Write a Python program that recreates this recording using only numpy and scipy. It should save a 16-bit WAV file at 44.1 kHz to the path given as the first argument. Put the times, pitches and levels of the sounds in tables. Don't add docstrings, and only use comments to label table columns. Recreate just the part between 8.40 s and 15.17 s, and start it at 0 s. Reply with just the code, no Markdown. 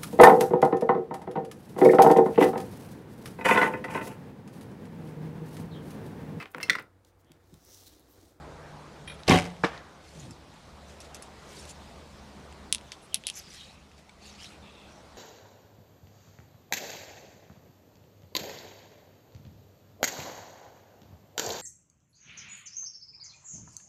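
import sys
import numpy as np
from scipy import signal
from scipy.fft import rfft, irfft
from scipy.io import wavfile
from scipy.ndimage import uniform_filter1d

SR = 44100
rng = np.random.default_rng(int(sys.argv[2]) if len(sys.argv) > 2 else 0)


def amplitude_ratio(level_db):
    exponent = np.asarray(level_db, float) / 20
    return 10 ** exponent


def transcribe(u):
    v = np.clip(np.atleast_2d(u).T, -1, 1)
    q = np.round(v * 32767).astype(np.int16)
    wavfile.write(sys.argv[1], SR, q)


N = 298557
BORE_HZ = 888


def evened(x):
    return x / np.sqrt(np.mean(x ** 2) + 1e-20)


def read(points, hz):
    f, value = np.transpose(points)
    return np.interp(np.log(hz + 1), np.log(f + 1), value)


def along(rows):
    s, level_db = np.transpose(rows)
    return np.interp(np.arange(N) / SR, s, level_db)


def add(mix, s, sound):
    part = mix[round(s * SR):][:len(sound)]
    part += sound[:len(part)]


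def burst(s, rise, peak_db, hold, fade):
    t = np.arange(N) / SR - s
    climb_db = 30 * np.minimum(t, 0) / rise
    fade_db = fade * np.maximum(t - hold, 0)
    return amplitude_ratio(peak_db + climb_db - fade_db)


def resonate(x, hz, width):
    turn = np.exp(2j * np.pi * np.cumsum(hz * np.ones(len(x))) / SR)
    r = np.exp(-np.pi * width / SR)
    return 2 * (turn * signal.lfilter([1 - r], [1, -r], x / turn + 1e-18)).real


def resonate_twice(x, hz, width):
    return resonate(resonate(x, hz, width), hz, width)


def noise(colour, patchy_db, size=512):
    hz = np.fft.rfftfreq(size, 1 / SR)
    a, b, patches = rng.standard_normal((4 * N // size + 5, len(hz), 3)).T
    patches = uniform_filter1d(patches, size=7, axis=0)
    patches = evened(uniform_filter1d(patches, size=12, axis=1))
    outside = (hz < colour[0][0]) | (hz > colour[-1][0])
    level_db = np.where(outside, -99, read(colour, hz))
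    z = (a + 1j * b) * amplitude_ratio(level_db[:, None] + patchy_db * patches)
    return evened(signal.istft(z, nperseg=size, noverlap=size - size // 4)[1][:N])


def fuzzy_tone(hz, width, clean):
    tone = np.sqrt(2) * np.sin(2 * np.pi * np.cumsum(hz * np.ones(N)) / SR)
    fuzz = evened(resonate_twice(rng.standard_normal(N), hz, width))
    return evened(clean * tone + fuzz)


def ring(modes, seconds):
    t = np.arange(round(seconds * SR)) / SR
    out = 0
    for k, (hz, db, t60) in enumerate(modes):
        out = out + (-1) ** k * amplitude_ratio(db - 60 * t / t60) * np.sin(2 * np.pi * hz * t)
    return out


def struck(blows, modes, sense, ring_db, lead, trail):
    out, body = np.zeros(N), ring(modes, 1.)
    reach = 220
    for s, db, ms in blows:
        u = np.arange(-reach, reach) / SR / (ms / 1000)
        swing = (1 - np.where(u < 0, lead, trail) * u ** 2) * np.exp(-u ** 2 / 2)
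        add(out, s - reach / SR, sense * amplitude_ratio(db) * swing)
        add(out, s, amplitude_ratio(db + ring_db) * body)
    return out


def bore(x, feedback):
    loop = np.zeros(round(SR / BORE_HZ) + 1)
    loop[0], loop[-1] = 1, -feedback
    return signal.lfilter([1], loop, x)


def traffic():
    # (time [s], level [dB])
    road = [(0.0, -48.5), (1.22, -52.5), (1.32, -52.5), (2.07, -56), (2.77, -51.5), (3.86, -54.5),
            (4.07, -51.5), (5.0, -60), (5.75, -60), (6.28, -55.5), (6.77, -56)]
    # (time [s], level [dB])
    engine = [(0.0, -53), (0.22, -57), (0.62, -58), (1.0, -60), (1.36, -60.5), (1.66, -63.5), (1.77, -63),
              (2.9, -59), (3.09, -56.5), (4.26, -54.5), (4.58, -67), (4.92, -65), (5.33, -62.5),
              (5.64, -67.5), (6.01, -60.5), (6.77, -63.5)]
    # (time [s], level [dB])
    breeze = [(0.0, -59), (1.21, -57.5), (1.47, -61), (3.28, -56), (4.79, -59), (5.0, -58.5), (5.62, -63),
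              (6.07, -60), (6.77, -59.5)]
    # (frequency [Hz], level [dB per Hz])
    rumble_colour = [(12, -39), (20, -20), (48, 5.5), (70, 4), (109, -2.5), (203, 0), (264, -5.5),
                     (400, -11.5), (520, -34), (880, -120)]
    roar_colour = [(150, -21.5), (300, -3.5), (500, -0.5), (900, -2.5), (1400, -8), (2200, -16),
                   (3500, -39)]
    leaves_colour = [(1200, -14), (2000, 0.5), (4000, 0.5), (7000, -6.5), (10000, -13), (11500, -21),
                     (15500, -17.5)]
    # (frequency [Hz], width [Hz], level over the engine [dB], fading [dB per s])
    hum_lines = [(71.8, 4.3, 5.5, -0.77), (149.5, 12, 5, -3), (207.4, 14, -11.5, 1.52)]
    road_db, engine_db, breeze_db = along(road), along(engine), along(breeze)
    rumble_db = -54.0 + 0.45 * (engine_db - engine_db.mean()) + 0.15 * (road_db - road_db.mean())
    out = amplitude_ratio(rumble_db) * noise(rumble_colour, 1.5, size=2048)
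    out += amplitude_ratio(road_db + 0.87) * noise(roar_colour, 1.97, size=1024)
    out += amplitude_ratio(breeze_db - 1.44) * noise(leaves_colour, 1.6)
    for hz, width, over_db, fading in hum_lines:
        hum_db = engine_db + over_db + fading * np.arange(N) / SR
        out += amplitude_ratio(hum_db) * fuzzy_tone(hz, width, 1.7)
    return out


def clicker():
    # (time [s], peak level [dB])
    bounces = [
        (0.675, -32.5),
        (0.6968, -33),
        (0.7166, -36.5),
        (0.739, -45),
        (0.791, -45),
    ]
    # (frequency [Hz], level [dB], time to die by 60 dB [s])
    blade_modes = [(1600, -5, 0.038), (1920, -4, 0.024), (2420, 0, 0.047), (2860, -6, 0.015),
                   (3190, -1.5, 0.028), (3400, -3, 0.037), (3700, 2, 0.013), (4400, -6, 0.0079),
                   (5540, -10, 0.014), (10030, -13, 0.13), (10020, -22, .08), (9580, -9, 0.04),
                   (10900, -10, 0.0099)]
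    out = np.zeros(N)
    for s, db in bounces:
        chatter = rng.standard_normal(900) * np.exp(-np.arange(900) / 530.0)
        add(out, s, amplitude_ratio(db - 28.5) * np.convolve(chatter, ring(blade_modes, .2)))
    return out


def rattles():
    # (time [s], peak level [dB], ring frequency [Hz], brightness [dB])
    ticks = [(.8338, -23.5, 3860, -9), (.870, -25, 3200, -7), (0.879, -7.5, 4200, -16),
             (.8812, -8, 2800, -1), (.8822, -9, 4300, -6), (0.8957, -2, 5280, -7), (.9092, -4, 2050, -14),
             (0.9108, -8, 3200, -15), (.9172, -3, 2300, -14), (.9195, -10, 2900, -12),
             (.9225, -1, 2100, -12), (0.938, -17, 2920, -5), (.9435, -19, 2600, -13), (.955, -26, 3000, -6),
             (0.965, -20, 3100, -1), (0.9759, -12, 2600, -2), (0.9866, -8, 2210, -2), (0.998, -16, 2300, 3),
             (1.009, -27, 2300, 6), (1.0205, -14, 2300, -6), (1.0255, -24, 2500, -2),
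             (1.0538, -19, 2100, -4), (1.064, -24, 2200, -1), (1.103, -35, 6000, -4),
             (1.166, -32, 2400, -6), (1.234, -29, 4900, -7), (1.377, -25.5, 3800, -19)]
    out = np.zeros(N)
    for s, db, hz, bright_db in ticks:
        tick = ring([(hz, -.1, .005), (1.4 * hz, -8, .003),
                     (4900, bright_db, .0025), (6300, bright_db - 6.0, .0025),
                     (8100, bright_db - 5.5, .002), (10300, bright_db - 16, .002)], .02)
        soft_start = np.minimum(np.arange(len(tick)) / 4.0, 1)
        add(out, s + 0.00053, amplitude_ratio(db - 7.5) * tick * soft_start)
    return out


def bow():
    # (time [s], blow level [dB], contact time [ms])
    blows = [(.8825, -21, 1.3), (.8850, -19, 0.85), (.8998, -5, 0.77), (.9047, -10, 1.2),
             (.9085, -16, 0.34), (.9112, -5.5, 0.24), (.9163, -10, 0.32), (.9192, -6.5, 0.23),
             (.9229, -10.5, 0.38), (.9272, -14.5, 0.54), (.935, -9.5, 0.88), (.9475, -12, 0.7),
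             (.9585, -12.5, 1.1), (.970, -19, 1.2)]
    # (time [s], blow level [dB], contact time [ms])
    rebounds = [(.9015, -3, 1.1), (.9074, -6, .6), (.9214, -3, 0.66), (.9255, -10, .5), (.9292, -7, .6),
                (.9335, -7, .7), (.9443, -6, 0.48)]
    # (frequency [Hz], level [dB], time to die by 60 dB [s])
    limb_modes = [(91.8, -4, 0.14), (149, -34, 0.062), (170, -9, 0.12), (188, -8, 0.054), (240, -9, 0.084),
                  (288, -8.5, 0.17), (345, -19, 0.3), (460, -12.5, 0.17), (746, -1.5, 0.17),
                  (1124, -11, 0.11), (2140, -10, 0.014), (3100, -8, 0.014)]
    riser_modes = [(560, 1, 0.06), (740, 7, 0.09), (950, -3, 0.0506), (1010, -7, 0.05), (1145, -7, 0.079),
                   (1290, -1, 0.03), (1680, 2, 0.03), (2050, 5, 0.018), (2400, -6, 0.02), (2900, 3.5, 0.02),
                   (3250, 1, 0.016), (3800, 1, 0.015)]
    # (time [s], rise [s], peak level [dB], hold [s], fade [dB per s])
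    buzz_bursts = [
        (0.882, 0.0062, -18, 0.00091, 1700),
        (0.897, 0.025, -22.5, 0.063, 269),
        (1.052, .03, -49, 0.019, 152),
    ]
    # (frequency [Hz], level [dB per Hz])
    buzz_colour = [(180, -46), (300, 2.5), (643, -10), (747, -3), (1130, -11), (1520, -9), (2090, -9.5),
                   (2310, -10.5), (6000, -22), (9290, -27.5), (15800, -46)]
    out = struck(blows, limb_modes, -1.12, -12, .25, .7)
    out += struck(rebounds, limb_modes, 0.47, -26.5, 0.47, 0.27)
    grain = amplitude_ratio(3.4 * evened(uniform_filter1d(rng.standard_normal(N), size=70)))
    shake = sum(burst(*row) for row in buzz_bursts) * evened(grain)
    out += shake * noise(buzz_colour, 0.44)
    riser = ring(riser_modes, 0.35)
    riser /= np.linalg.norm(riser)
    out += amplitude_ratio(-4.5) * signal.fftconvolve(shake * rng.standard_normal(N), riser)[:N]
    return out + rattles()


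def squeaks():
    # (start [s], length
    # [s], level [dB], from [Hz], to [Hz])
    squeals = [(.8895, 0.0047, -24, 2250, 3100), (.909, 0.0044, -13.5, 1980, 2100),
               (.9095, .005, -29, 3100, 3300), (0.914, .012, -19, 2050, 2170),
               (0.923, .012, -26.5, 3200, 2900), (0.943, .024, -32.5, 2750, 3130),
               (0.973, .028, -34.5, 2250, 2150), (1.2475, 0.0034, -32, 3930, 3850),
               (1.2435, 0.0055, -42.5, 5600, 5500), (1.255, .005, -46, 5660, 5700)]
    # (start [s], length [s], level [dB], from [Hz], to [Hz])
    scrapes = [(3.093, 0.035, -65, 5900, 5500), (3.165, 0.036, -55, 4130, 3540),
               (3.18, 0.045, -56, 9050, 8800), (3.15, .09, -60, 8050, 8000),
               (3.286, 0.039, -51, 7200, 7100), (4.4, 0.17, -61.5, 3500, 3470),
               (4.465, 0.035, -65, 6500, 5900), (4.516, 0.035, -55, 3240, 3500),
               (4.52, 0.027, -59, 4800, 4600), (4.617, .05, -63, 10100, 10200),
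               (4.618, .05, -64, 8700, 8700), (4.722, 0.022, -49.5, 3190, 2870),
               (4.752, 0.026, -48.5, 3520, 2980), (4.841, 0.038, -49, 2500, 4800),
               (4.862, 0.054, -43.5, 3210, 2960), (4.875, 0.033, -50, 4500, 4400),
               (4.935, 0.072, -46, 6040, 6100), (4.944, .05, -48, 6900, 6900),
               (4.958, 0.05, -48, 5500, 4900), (4.954, 0.05, -52, 10900, 11000),
               (5.002, 0.21, -56, 4750, 5240), (5.135, 0.13, -52, 4100, 3550),
               (5.15, 0.12, -53, 3100, 3160), (5.263, 0.071, -58, 3920, 4170),
               (5.198, 0.24, -63.5, 2560, 2610), (5.806, 0.13, -57, 4500, 4570),
               (5.83, 0.09, -56.5, 3630, 4000), (5.8, 0.12, -60.5, 2600, 2780),
               (5.851, 0.059, -58.5, 7340, 6200), (5.9, 0.041, -59, 5430, 5300),
               (5.975, .11, -53, 2810, 3400), (5.987, 0.033, -54, 5200, 4830),
               (6.028, 0.029, -49.5, 5570, 5400), (6.04, 0.049, -53, 3700, 4120),
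               (6.113, .06, -59, 2600, 2540), (6.22, 0.1, -58, 3600, 3250), (6.297, 0.22, -61, 3700, 3250),
               (6.228, 0.087, -58, 2520, 2570), (6.29, 0.26, -62, 2800, 2400),
               (6.47, 0.16, -65, 5650, 5830)]
    out, white = np.zeros(N), noise([(900, -.1), (15000, -.1)], 1.1, size=256)
    wander = evened(uniform_filter1d(rng.standard_normal(N), size=500))
    for s, length, db, from_hz, to_hz in [*scrapes, *squeals]:
        u = np.arange(round(length * SR)) / (length * SR)
        on = round(s * SR) + np.arange(len(u))
        hz = (from_hz + (to_hz - from_hz) * u) * (1 + 0.028 * wander[on])
        width = 450 * np.sqrt(from_hz / 3500)
        squeak = evened(resonate_twice(white[on], hz, width))
        add(out, s, amplitude_ratio(db) * np.sin(np.pi * u) ** 0.52 * squeak)
    return out


def string_hum():
    start, stop, modes = (.9083, 1.25, [(92, -36, .7), (180.2, -35, 1.2), (172.5, -32, 1.25),
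                          (287, -27, .3), (172, -13, .215), (464, -37, .45), (455, -34, .5),
                          (737, -21, .24), (94, -20, .2)])
    t = np.arange(SR) / SR
    damping = amplitude_ratio(-400 * np.maximum(t - stop + start, 0))
    out = np.zeros(N)
    add(out, start, ring(modes, 1.) * np.minimum(t / .02, 1) * damping)
    return out


def target():
    # (time [s], blow level [dB], contact time [ms])
    thumps = [(1.2372, -15, 0.2), (1.2385, -5.5, 0.21), (1.2393, -14, 0.47), (1.2451, -7, 0.28),
              (1.2459, -21, 0.41), (1.2502, -29, 0.25), (1.2563, -24, 0.46), (1.2606, -23, 0.32),
              (1.3135, -42, 0.29), (1.319, -34, 0.28), (1.333, -41, .3)]
    # (frequency [Hz], level [dB], time to die by 60 dB [s])
    butt_modes = [(193, 0, 0.058), (312, 8.5, 0.032), (466, -5.5, 0.13), (670, -26, 0.015),
                  (900, -23, 0.022), (1080, -16, 0.019), (1340, -20, 0.016), (1663, 2, .025),
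                  (1860, 3, 0.017), (2280, -4, 0.036), (3970, -17, 0.04), (7880, -23, 0.023)]
    # (time [s], rise [s], peak level [dB], hold [s], fade [dB per s])
    far_echoes = [
        (1.242, 0.0076, -25, .003, 379),
        (1.333, 0.11, -44, 0.019, 133),
    ]
    # (frequency [Hz], level [dB per Hz])
    far_colour = [(150, -45), (250, -11), (340, -19), (387, -39), (486, -8), (884, -6.5), (1750, -7.5),
                  (2500, -16.5), (5340, -25.5), (12000, -48), (15600, -72), (22000, -120)]
    scatter = sum(burst(*row) for row in far_echoes) * noise(far_colour, 1.3)
    return struck(thumps, butt_modes, 1, -17, 1.1, 0.58) + scatter


def rubbing():
    # (loudest time [s], rise [s], fall [s], level [dB], main resonance [Hz])
    strokes = [(1.66, 0.07, 0.11, -59, 4650), (1.81, 0.16, 0.16, -53, 5330),
               (2.5, 0.039, 0.077, -55.5, 4480), (2.609, 0.005, 0.038, -50, 5900),
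               (2.652, .015, .025, -54, 5570), (2.749, .003, 0.024, -45.5, 5600),
               (2.828, 0.0035, 0.049, -52, 6950), (3.13, 0.082, 0.23, -55, 3700),
               (3.24, 0.25, 0.067, -53.5, 4130), (3.3, 0.026, 0.023, -46.5, 6900),
               (4.525, 0.01, 0.032, -51, 5000), (4.976, 0.072, 0.11, -48, 6160),
               (5.134, 0.097, 0.22, -49.5, 4540), (5.31, .06, 0.05, -71, 4100),
               (5.59, 0.028, 0.049, -58, 4550), (5.868, 0.074, 0.29, -54.5, 4770),
               (5.95, 0.055, 0.05, -57.5, 5000), (6.04, 0.062, 0.075, -49, 4130),
               (6.12, 0.033, 0.066, -58, 2970)]
    # (frequency [Hz], level [dB per Hz])
    rub_colour = [(1200, -3.5), (2200, 3.5), (4000, 0), (7000, 0), (10500, -8), (12500, -16.5),
                  (15500, -24)]
    tube_modes = [(0.947, -4.2), (0.77, -7.0), (1.09, -5), (1.26, -5.5)]  # (share of main pitch, dB)
    out = np.zeros(N)
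    hiss = evened(bore(noise(rub_colour, 2.3, size=256), 0.041))
    white = noise([(900, -.1), (15000, -.1)], 8.8, size=256)
    grain = amplitude_ratio(2.3 * evened(uniform_filter1d(rng.standard_normal(N), size=40)))
    for s, rise, fall, db, hz in strokes:
        t = np.arange(-rise, fall, 1 / SR)
        u = np.where(t < 0, t / rise, t / fall)
        on = round(s * SR) + np.round(t * SR).astype(int)
        glide = hz * (1 - 0.066 * u)
        tube = 0
        for k, k_db in tube_modes:
            tube = tube + amplitude_ratio(k_db) * evened(resonate_twice(white[on], np.minimum(k * glide, 13000), 600))
        stroke = evened(1.7 * hiss[on] + 1.1 * evened(tube))
        add(out, s + t[0], amplitude_ratio(db - 16 * abs(u) ** 0.98) * stroke)
    return (out + squeaks()) * evened(grain)


def sling():
    # (time [s], rise [s], peak level [dB], hold [s], fade [dB per s])
    moan_swell = (1.862, 0.33, -43, 0.025, 120)
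    bump = (2.078, .012, -50, .004, 700)
    start, stop = 1.74, 1.93
    moan_hz, sag_hz_per_s = 176, 432
    t = np.arange(N) / SR
    u = np.clip((t - start) / (stop - start), 0, 1)
    on = uniform_filter1d(1. * (t > start) * (t < stop), size=500)
    moan = fuzzy_tone(moan_hz - sag_hz_per_s * u * (stop - start), 30, 1.7)
    rush = noise([(60, -6), (120, -3.0), (260, -6.0), (380, -20)], 0.83)
    rush_gain = on * amplitude_ratio(-50.5 - 14 * (0.5 - u))
    return on * burst(*moan_swell) * moan + (rush_gain + burst(*bump)) * rush


def taps():
    # (time [s], peak level [dB], low ring [Hz], high ring [Hz], high over low [dB])
    quiver_taps = [(1.9081, -47.5, 2050, 7500, 9.5), (2.139, -48, 2930, 7960, -12),
                   (2.603, -39, 5270, 10700, 0), (2.7452, -38.5, 4950, 8400, 3),
                   (2.7675, -48, 3000, 9450, 2), (2.8231, -40.5, 2300, 10000, 8),
                   (3.2525, -42, 3890, 8130, -3), (3.2942, -49, 3920, 8750, 13),
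                   (3.3086, -44, 4600, 9740, 3), (2.7492, -39, 5800, 8000, -8),
                   (2.7455, -42, 2400, 5550, -4), (5.515, -48, 2520, 8000, -16)]
    riser_taps = [(3.6194, -54, 2620, 8060, -7), (4.1247, -45, 2780, 8040, -1),
                  (4.3251, -13, 3800, 9600, 3), (4.347, -23, 3630, 9700, 2.5),
                  (4.356, -32, 3900, 10100, -10), (4.3817, -39, 3900, 8640, -16),
                  (4.4107, -46, 2820, 9000, -7), (4.5184, -34, 4700, 6200, -4.5),
                  (4.5195, -33, 2620, 9800, -12.5), (4.7432, -18, 4000, 10500, 6),
                  (4.7466, -33.5, 4000, 10500, -5), (4.7501, -29.5, 3500, 9000, -8),
                  (4.7566, -30, 3870, 10300, -6), (4.837, -37.5, 3180, 9300, -15),
                  (4.8679, -23.5, 3940, 10130, 4), (4.8713, -34, 4600, 10340, -3),
                  (4.8744, -34, 3500, 9500, -8), (4.8799, -31, 5000, 10300, -1),
                  (4.8834, -38, 3300, 9800, -5), (4.8868, -31, 3500, 9500, -6),
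                  (4.8884, -31, 3300, 9800, -5), (4.8925, -43, 3500, 9300, -5),
                  (4.7642, -42, 3300, 9000, -14), (4.899, -27, 3800, 9700, 0), (5.1455, -45, 3800, 8720, 1),
                  (6.0428, -43, 3300, 9800, -19)]
    # (share of low or high ring, level [dB], time to die by 60 dB [s])
    linger_low = [(.74, -14.5, 0.0082), (0.951, -20.5, .009), (1.45, -21.5, .009), (1.8, -20, .008)]
    linger_high = [(.8, -21, .008), (.92, -24.5, .009), (1.02, -21.5, .009)]
    # (time [s], tones (frequency [Hz], level [dB], time to die by 60 dB [s]))
    nock_s, nock_modes = (5.694, [(2270, -44, 0.034), (3540, -47, 0.014), (4380, -50, .015),
                          (6000, -55, .008), (7900, -48, 0.0081)])
    out = np.zeros(N)
    add(out, nock_s, ring(nock_modes, .03))
    for rows, feedback, slow, lag in [(quiver_taps, .3, 2.6, .0005), (riser_taps, .05, .95, .0008)]:
        for s, db, low_hz, high_hz, high_db in rows:
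            mid_db = -1.5 + 0.28 * high_db
            snap = [(0.64 * low_hz, -9, .004), (low_hz, -.1, .0026), (5900, mid_db, .0016),
                    (0.806 * high_hz, high_db - 4.5, .0026), (high_hz, high_db, .0025),
                    (13500, high_db - 17.5, .0012)]
            click = ring([(hz, mode_db, slow * t60) for hz, mode_db, t60 in snap], .03)
            click += ring([(k * low_hz, k_db, t60) for k, k_db, t60 in linger_low], .03)
            click += ring([(k * high_hz, high_db + k_db, t60) for k, k_db, t60 in linger_high], .03)
            if rows is quiver_taps:
                pipe = [(k * BORE_HZ, -23 + 5 * rng.standard_normal(), 0.05) for k in range(3, 14)]
                add(out, s + lag, amplitude_ratio(db + 3.5 + 0.55 * high_db) * ring(pipe, .05))
            soft_start = np.minimum(np.arange(len(click)) / 8.3, 1)
            gain = amplitude_ratio(db + 8.0 - 5.5 * np.log2(slow))
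            add(out, s + lag, gain * bore(click, feedback) * soft_start)
    return out


def shelf(x):
    x = signal.sosfilt(signal.butter(2, 1300, "high", fs=SR, output="sos"), x)
    dulled = signal.sosfilt(signal.butter(8, 11300, fs=SR, output="sos"), x)
    return dulled + amplitude_ratio(-24) * x


def yard(x, tail_db, echoes):
    # (frequency [Hz], time to die by 60 dB [s])
    yard_t60 = [(200, 0.39), (1000, 0.095), (4000, 0.09), (10000, 0.08)]
    hz, t, z = signal.stft(rng.standard_normal(SR // 2), SR, nperseg=128)
    tail = signal.istft(z * amplitude_ratio(-60 * t / read(yard_t60, hz)[:, None]), SR, nperseg=128)[1]
    tail *= np.minimum(np.arange(len(tail)) / 300, 1) ** 2
    tail *= amplitude_ratio(tail_db) / np.linalg.norm(tail)
    tail[0] = 1
    for ms, db in echoes:
        tail[round(ms * SR / 1000)] += amplitude_ratio(db)
    return signal.fftconvolve(x, tail)[:N]


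def scene():
    # (delay [ms], level [dB])
    near_echoes = [
        (1.9, -16.5),
        (3.4, -16.5),
    ]
    tap_echoes = [
        (1.5, -17.5),
        (1.85, -20),
        (3.4, -14),
    ]
    near = yard(clicker() + shelf(taps()), -15.0, tap_echoes)
    near += yard(bow(), -17.0, near_echoes)
    near += string_hum() + target()
    return (traffic() + near + rubbing() + sling())[None]


def top_cut(x):
    return signal.sosfilt(signal.butter(12, 16580, fs=SR, output="sos"), x)


def record(dry):
    # (frequency [Hz], level [dB])
    mic = [(30, -9), (80, -1.5), (11000, 0.06), (12000, 1), (15700, -6)]
    ceiling = .85
    hz = np.fft.rfftfreq(N, 1 / SR)
    squashed = ceiling * np.tanh(dry / ceiling)
    coloured = irfft(rfft(squashed) * amplitude_ratio(read(mic, hz)) * (hz < 15780), N)
    return top_cut(coloured)


dry = scene()
out = record(dry)
transcribe(out)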